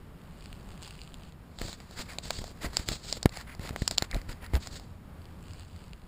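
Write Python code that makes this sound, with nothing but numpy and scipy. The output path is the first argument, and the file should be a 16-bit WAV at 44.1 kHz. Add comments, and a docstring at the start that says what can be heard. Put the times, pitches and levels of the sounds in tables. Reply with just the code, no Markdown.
"""Hand on a camera, glossy coat

A hand shifts its grip on a camera, right at the microphone. Skin sticks and slips on the plastic
casing, which ticks, thumps and rocks under the fingers. Before and after, a glossy PVC coat
crinkles as the arms move: its film clings to itself and lets go in tiny snaps.
Distant traffic rumbles under it all, and an engine drone grows towards the end."""
import sys
import numpy as np
from scipy import signal
from scipy.fft import rfft, irfft
from scipy.io import wavfile

SR = 44100
rng = np.random.default_rng(int(sys.argv[2]) if len(sys.argv) > 2 else 0)


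def master(y):
    """Save y as 16-bit WAV."""
    cut = np.clip(np.atleast_2d(y).T, -1, 1)
    pcm = np.round(cut * 32767)  # scale
    wavfile.write(sys.argv[1], SR, pcm.astype(np.int16))


N = 267863
TIME = np.arange(N) / SR


# finger strokes on the casing: start_s, end_s, level_db, pressure (0 light to 1 firm)
FINGER_STROKES = [(1.593, 1.754, -45.5, 0.22), (1.781, 1.848, -57.5, 0.54), (1.908, 1.968, -57, .25),
                  (1.971, 2.029, -39.5, 0.4), (2.085, 2.154, -47.5, 0.58), (2.233, 2.287, -42.5, 0.2),
                  (2.294, 2.423, -44, 0.14), (2.428, 2.511, -52, 0.2), (2.616, 2.668, -41, 0.52),
                  (2.732, 2.844, -45.5, 0.33), (2.872, 2.97, -39.5, .17), (3.033, 3.183, -43.5, .15),
                  (3.32, 3.428, -47.5, 0.58), (3.472, 3.55, -50.5, 0.84), (3.611, 3.702, -47, 0.53),
                  (3.769, 3.879, -49, 0.19), (3.903, 3.953, -45, .17), (3.982, 4.058, -49, 0.55),
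                  (4.099, 4.22, -53, 0.74), (4.287, 4.332, -46.5, 0.56), (4.408, 4.47, -50, 1),
                  (4.527, 4.566, -48, 0.68), (4.603, 4.69, -48, 0.26), (4.708, 4.79, -48, 0.2),
                  (4.795, 4.864, -62.5, 0.3)]
def finger_effort(edge_s=0.007, arch_db=4.5, graze_db=-15, graze_before_s=0.064, graze_after_s=0.092):
    """Power of light sliding and of pressed dragging; pressure turns the one into the other."""
    effort = np.zeros((2, N))
    for start, end, db, pressure in FINGER_STROKES:
        near = slice(int((start - .3) * SR), int((end + .3) * SR))
        t = TIME[near]
        # the finger grazes, lands, is fastest in mid-stroke, lifts and grazes again
        contact = (np.tanh((t - start) / edge_s) - np.tanh((t - end) / edge_s)) / 2
        speed = from_db(-arch_db * (2 * (t - start) / (end - start) - 1) ** 2)
        away = np.maximum(start - t, 0) / graze_before_s + np.maximum(t - end, 0) / graze_after_s
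        graze = from_db(graze_db) * np.exp(-away)
        power = from_db(db) ** 2 * np.maximum(contact * speed ** 2, graze ** 2)
        pressed = np.sin(pressure * np.pi / 2) ** 2
        effort[:, near] += np.outer([1 - pressed, pressed], power)
    return effort


# bright hiss of a light slide: freq_hz, gain_db
SLIDE_EQ = [(400, -39), (1500, -17.5), (2900, -8), (3800, -1), (4700, 2), (5500, -5), (7400, -2.5),
            (8200, -6), (9000, -18), (12000, -41), (15000, -20.5)]
# midrange scrape of a firm drag: freq_hz, gain_db
DRAG_EQ = [(300, -16), (600, -1), (1000, 1.5), (1500, 3.5), (2150, 2), (2700, -2), (4000, -12),
           (8300, -19.5), (10100, -8.5), (11800, -33), (14000, -10.5), (16000, -25)]
# low rumble of the shaking grip: freq_hz, gain_db
GRIP_EQ = [(20, -1.5), (50, 4), (120, -2.5), (250, -8.5), (450, -11.5), (700, -14), (1100, -21.5),
           (2500, -28.5), (8000, -37)]
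# hollow ring of the air pocket under a pressed finger: pitch_hz, width_hz, gain_db
POCKET_MODES = [(2005, 280, -1), (10160, 500, -10.5), (14200, 600, -16)]
def fingers(hollow_db=-2.5, grip_db=4.5, catch_db=-14, stick_db=2, lump_db=6, stroke_shake_db=-6.5):
    """Skin sticks and slips on the casing: bright when light, hollow when pressed, over a rumble."""
    light, firm = finger_effort()
    # every stroke shakes the grip a little, and a rocking camera shakes it more
    shaking = from_db(stroke_shake_db) ** 2 * (light + firm)
    for s, _, _, swell_s, rumble_db in CAMERA_ROCKS:
        add(shaking, s, (from_db(rumble_db) * swell(swell_s)) ** 2)
    stick_slip = rms_one(from_db(stick_db * drift(160)))
    sliding, dragging, gripping = np.sqrt([light, firm, shaking]) * stick_slip
    # pressed skin catches now and then and lets go with a tiny tick
    catches = from_db(catch_db) * dragging * grains(per_s=82, spread_db=0.5, hiss=0)
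    slide = colour(sliding * grains(per_s=5000, spread_db=0, hiss=1) + catches, SLIDE_EQ)
    friction = grains(per_s=2500, spread_db=1.5, hiss=1)
    drag = colour(dragging * friction + catches, DRAG_EQ)
    # the air pocket sings more as pressing outweighs sliding
    pressed = firm / (light + firm + 1e-12)
    pocket = sum(from_db(db) * rms_one(ring(friction, hz, width)) for hz, width, db in POCKET_MODES)
    hollow = from_db(hollow_db) * dragging * pressed * rms_one(waver(pocket, share=.035, rate=56))
    lumps = rms_one(grains(per_s=980, spread_db=3, hiss=0.54) * from_db(lump_db * drift(60)))
    grip = colour(from_db(grip_db) * gripping * lumps, GRIP_EQ)
    return slide + drag + hollow + grip


# clear ticks, levels before their trims: start_s, ring_db, pitch_hz, body_db
CASING_TICKS = [(1.587, -32, 3760, -34.5), (1.616, -31.5, 4300, -25.5), (1.683, -44, 4400, -30.5),
                (1.729, -30, 4220, -32.5), (2.1852, -19.5, 3920, -26), (2.306, -17.5, 4630, -19),
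                (2.441, -31, 4430, -27), (2.7691, -7.5, 4840, -21), (2.887, -15, 4300, -19),
                (2.919, -25, 4800, -29.5), (3.1263, -12.5, 4260, -22), (3.229, -18, 4850, -27),
                (3.2927, -31.5, 4470, -38), (3.3715, -29, 4740, -28), (3.692, -35, 4630, -26),
                (3.7611, -36, 4470, -20.5), (3.822, -30, 4350, -48), (3.8775, -7.5, 4880, -20),
                (3.9106, -18, 4360, -21), (3.977, -22, 4380, -27.5), (3.9817, -4.5, 4330, -21.5),
                (4.023, -16.5, 4300, -17), (4.1125, -26.5, 4640, -33), (4.1448, -28.5, 4470, -26),
                (4.5531, -31, 4500, -22.5), (4.672, -26.5, 4850, -29)]
# bright casing modes, the first retuned by each clear tick: pitch_hz, width_hz, gain_db
CASING_MODES = [(4870, 1480, 1.5), (7170, 800, -3.5), (14800, 1000, -25.5)]
# dull body of a tick: freq_hz, gain_db
TICK_BODY_EQ = [(60, -14.5), (300, -7), (700, 3), (1100, -5.5), (1900, -4.5), (2600, -8), (5000, -12),
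                (9000, -15.5), (12000, -30.5), (15000, -19)]
def casing_ticks(ring_trim_db=8.5, body_trim_db=12.5, faint_ring_db=-39.5, faint_body_db=-37.5):
    """The plastic casing gives way under the fingers: a brief bright ring over a dull click."""
    out = np.zeros(N)
    sharp = burst(rise_s=0.00034, tail_db=-29, tail_s=0.0095)
    dull = burst(rise_s=0.00035, tail_db=-7.5, tail_s=0.0039)
    (first_hz, first_width_hz, first_db), *upper_modes = CASING_MODES
    # every stroke also sets off a faint tick somewhere along its way
    faint = [(rng.uniform(start, end), faint_ring_db, first_hz, faint_body_db)
             for start, end, *_ in FINGER_STROKES]
    for s, ring_db, pitch_hz, body_db in CASING_TICKS + faint:
        force = sharp * rng.standard_normal(len(sharp))
        for hz, width_hz, mode_db in [(pitch_hz, first_width_hz, first_db)] + upper_modes:
            mode = energy_one(ring(force, hz, width_hz))
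            add(out, s, from_db(ring_trim_db + ring_db + mode_db) * mode)
        body = colour(dull * rng.standard_normal(len(dull)), TICK_BODY_EQ)
        add(out, s, from_db(body_trim_db + body_db) * energy_one(body))
    return out


# a fingertip presses and lets go: release_s, level_db, build_s
FINGERTIP_PRESSES = [(1.6158, -21, .0026), (1.652, -24, 0.0049), (2.389, -22.5, 0.0097),
                     (2.7966, -20.5, 0.0057), (2.8902, -21, 0.0029), (2.915, -19, .003), (3.2583, 2, 0.001),
                     (3.595, -21, 0.011), (3.708, -21, 0.0032), (3.82, -12, 0.0071), (4.024, -16.5, 0.0017),
                     (4.165, -17.5, 0.0036), (4.536, -15, 0.00069)]
# hollow knock of the camera shell: pitch_hz, width_hz, gain_db
SHELL_MODES = [(623, 300, 0.5), (1350, 110, -7), (1810, 310, -3.5), (3920, 2300, -24.5), (10500, 930, -24),
               (13800, 1700, -34.5)]
def fingertip_thumps(leak_hz=57, knock_db=-0.5, chatter=0.54, uneven_db=2, usual_build_s=.003):
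    """Air pressure builds under a fingertip, collapses at once and leaks away; the shell knocks."""
    out, lead = np.zeros(N), SR // 25
    rattle = burst(rise_s=.001, tail_db=-16, tail_s=.008)
    for s, db, build_s in FINGERTIP_PRESSES:
        pressure = np.concatenate([-np.exp(-TIME[:lead][::-1] / build_s), np.zeros(2 * lead)])
        release_hz = 480 * (usual_build_s / build_s) ** 0.57  # a quicker press lets go more sharply
        add(out, s - lead / SR, from_db(db) * cut(pressure, release_hz, "low"))
        force = signal.unit_impulse(lead) + chatter * rattle * rng.standard_normal(lead)
        knock = sum(from_db(mode_db + uneven_db * rng.standard_normal()) * resonate(force, hz, width)
                    for hz, width, mode_db in SHELL_MODES)
        add(out, s, from_db(knock_db + db) * energy_one(knock))
    return cut(out, leak_hz, "high")


# sub-bass wobbles: start_s, level_db, pitch_hz, swell_s, rumble_db (played by fingers)
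CAMERA_ROCKS = [(1.593, -32.5, 29.2, 0.032, -39), (2.361, -34, 29.5, 0.037, -47),
                (2.609, -38, 38.8, 0.036, -40.5), (3.6, -50, 40.8, 0.059, -46.5),
                (4.127, -24.5, 39, 0.027, -42.5), (4.281, -32, 35, 0.021, -42.5),
                (4.533, -19.5, 65.6, 0.017, -37)]
def camera_rocking():
    """The camera rocks in the hand for a few slow cycles."""
    return tone_pulses(CAMERA_ROCKS)


# soft, round taps: start_s, level_db, pitch_hz, swell_s
PAD_TAPS = [(1.6134, -29.5, 453, 0.0017), (2.3045, -23, 650, 0.0016), (2.915, -33, 614, 0.0021),
            (4.1535, -31.5, 650, 0.0026)]
def shell_taps():
    """A finger pad taps the hollow shell, which gives a short midrange note."""
    return tone_pulses(PAD_TAPS)


# tiny high blips: start_s, level_db, pitch_hz, swell_s
SKIN_SQUEAKS = [(4.1165, -37, 2250, .0014), (4.1293, -29, 1900, 0.001), (4.185, -50, 2050, .002)]
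def skin_squeaks():
    """Pressed skin squeaks on the casing for a few milliseconds."""
    return tone_pulses(SKIN_SQUEAKS)


# how hard the arms work the coat, one curve a movement: time_s, effort_db
ARM_MOVES = [
    [(0.17, -78), (0.32, -70), (0.43, -62), (0.64, -68.5), (0.72, -64), (0.79, -68), (0.84, -54),
     (0.93, -61.5), (1.03, -61), (1.11, -68), (1.29, -65), (1.35, -78)],
    [(5.18, -76.5), (5.39, -72), (5.47, -63.5), (5.61, -60), (5.67, -67), (5.77, -64), (5.85, -64.5),
     (5.91, -72), (6.07, -73.5)],
]
# single folds snap over, levels before their trim: start_s, level_db
FOLD_SNAPS = [(0.217, -47), (0.4584, -40.5), (0.5285, -33.5), (0.69, -39.5), (0.826, -34), (0.9078, -35.5),
              (1.142, -31), (5.218, -45), (5.255, -40.5), (5.933, -40)]
# crinkly tone of the film: freq_hz, gain_db
CREASE_EQ = [(200, -6), (700, 3.5), (1400, 2.5), (2000, 0.5), (2900, 7), (3700, 0.5), (4650, 3.5),
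             (5500, -8), (7400, 0), (9300, -5), (12000, -24.5), (15000, -10)]
def coat(fold_trim_db=11.5, usual_effort_db=-66, slips_per_s=70, slip_db=-38.5, rub_db=-65.5,
         uneven_db=4, jitter=0.23, taut_db=-8):
    """Glossy film sticks to itself and lets go in a quick uneven run of snaps, over a fine crackle."""
    force, tension = np.zeros((2, N))
    crackle = grains(per_s=900, spread_db=4.5, hiss=1)
    scatter_db = uneven_db * rng.standard_normal(N)
    releases = [(s, fold_trim_db + db) for s, db in FOLD_SNAPS]
    for move in ARM_MOVES:
        effort_db = np.interp(TIME, *np.transpose(move), left=-120, right=-120) - usual_effort_db
        # more effort gives more and bigger slips; their rate doubles every 20 dB
        slip_rate = slips_per_s * 2 ** (effort_db / 20) * np.exp(jitter * drift(80))
        size_db = slip_db + 0.86 * effort_db + scatter_db
        # a slip comes each time the film has been pulled one step further
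        travel = np.cumsum(slip_rate) / SR
        steps = np.flatnonzero(np.diff(np.floor(travel)))
        releases += zip(TIME[steps], size_db[steps])
        tension += from_db(effort_db)
    snap = burst(rise_s=.0003, tail_db=-20, tail_s=.003)
    for s, db in releases:
        add(force, s, from_db(db) * snap)
    rubbing = from_db(rub_db) * tension * crackle
    crinkle = colour(force * rng.standard_normal(N) + rubbing, CREASE_EQ)
    # pulled taut, the film rings brighter
    return crinkle + from_db(taut_db) * tension * resonate(crinkle, hz=4900, width_hz=2100)


# fader moves of the street bed: time_s, rumble_db, drone_db
STREET_LEVELS = [(0, -47.5, -74), (1.0, -47, -62), (1.4, -47.5, -65), (4.5, -48, -50.5), (5.0, -48.5, -53),
                 (5.5, -49, -47), (6.07, -48.5, -56.5)]
# bass-heavy tone of far traffic: freq_hz, gain_db
TRAFFIC_EQ = [(20, -4), (45, 4), (80, -1), (115, -4.5), (170, -1.5), (300, -12.5), (600, -18.5),
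              (1200, -21), (2200, -29.5), (4500, -37), (8000, -41), (15000, -42.5)]
def street(waver_db=1, drone_hz=80, drone_width_hz=22):
    """Distant traffic, with the low drone of an engine growing late."""
    s, rumble_db, drone_db = np.transpose(STREET_LEVELS)
    rumble = from_db(waver_db * drift(9)) * colour(rng.standard_normal(N), TRAFFIC_EQ)
    rumble *= from_db(np.interp(TIME, s, rumble_db))
    drone = rms_one(ring(rng.standard_normal(N), drone_hz, drone_width_hz))
    drone *= from_db(np.interp(TIME, s, drone_db))
    return rumble + drone


def grains(per_s, spread_db, hiss):
    """Tiny slips of uneven size over a share of smooth friction noise."""
    sizes = from_db(spread_db * np.minimum(rng.exponential(1, N), 4)) * rng.choice([-1, 1], N)
    slips = rms_one(sizes * (rng.random(N) < per_s / SR))
    return rms_one(slips + hiss * rng.standard_normal(N))


def burst(rise_s, tail_db, tail_s):
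    """Envelope of a sudden slip, with unit energy: a very short peak, then a quieter tail."""
    t = TIME[:SR // 25]
    return energy_one(t / rise_s * np.exp(1 - t / rise_s) + from_db(tail_db) * np.exp(-t / tail_s))


def swell(swell_s):
    """Envelope that peaks at 1 after swell_s and dies away."""
    t = TIME[:SR // 4]
    return (t / swell_s * np.exp(1 - t / swell_s)) ** 2


def tone_pulses(rows):
    """For each row, a few sine cycles that swell and die."""
    out = np.zeros(N)
    for s, db, hz, swell_s, *_ in rows:
        shape = swell(swell_s)
        add(out, s, from_db(db) * shape * np.sin(2 * np.pi * hz * TIME[:len(shape)]))
    return out


def drift(rate):
    """Random curve with spread 1 and about `rate` turns a second."""
    knots = rng.standard_normal(N // 20)
    return rms_one(np.interp(TIME * rate, np.arange(len(knots)), knots))


def waver(x, share, rate):
    """Read a sound at a wandering speed, so that its pitch wavers."""
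    samples = np.arange(N)
    return np.interp((samples + np.cumsum(share * drift(rate))) % N, samples, x)


def colour(x, eq, size=8192):
    """Minimum-phase filter with the shape of the EQ curve and unit energy."""
    hz, db = np.transpose(eq)
    log_hz = np.log(np.fft.rfftfreq(size, 1 / SR) + 1)
    gain = rms_one(from_db(np.interp(log_hz, np.log(hz), db)))
    cepstrum = irfft(np.log(gain))
    cepstrum[1:size // 2] *= 2
    cepstrum[size // 2 + 1:] = 0
    return signal.oaconvolve(x, irfft(np.exp(rfft(cepstrum))))[:len(x)]


def resonate(x, hz, width_hz):
    """Two-pole resonance with gain 1 at its peak."""
    r = np.exp(-np.pi * width_hz / SR)
    feedback = [1, -2 * r * np.cos(2 * np.pi * hz / SR), r * r]
    return signal.lfilter(np.array([1, 0, -1]) * (1 - r * r) / 2, feedback, x)


def ring(x, hz, width_hz):
    """The same resonance twice, for steeper skirts."""
    return resonate(resonate(x, hz, width_hz), hz, width_hz)


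def cut(x, hz, kind):
    """Second-order Butterworth low- or high-pass."""
    return signal.sosfilt(signal.butter(2, hz, kind, fs=SR, output="sos"), x)


def add(out, s, sound):
    """Mix a sound in at time s."""
    start = int(round(s * SR))
    out[start:start + len(sound)] += sound[:N - start]


def from_db(db):
    """Decibels to gain."""
    return 10 ** (np.asarray(db) / 20)


def rms_one(x):
    """Scale to unit power."""
    return x / np.sqrt(np.mean(x ** 2) + 1e-20)


def energy_one(x):
    """Scale to unit energy."""
    return x / np.linalg.norm(x)


def scene():
    """The street and the coat, with the hand close by, in mono."""
    surroundings = street() + coat()
    hand = fingers() + casing_ticks() + fingertip_thumps()
    hand += camera_rocking() + shell_taps() + skin_squeaks()
    return (surroundings + hand)[None]


def record(dry):
    """The microphone port notches out a narrow band; a steep low-pass cuts the top."""
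    notch_share, cutoff_hz = 0.77, 15450
    ported = dry - notch_share * resonate(dry, hz=5996, width_hz=1030)
    return signal.sosfilt(signal.ellip(10, .1, 70, cutoff_hz, fs=SR, output="sos"), ported)


dry = scene()
out = record(dry)
master(out)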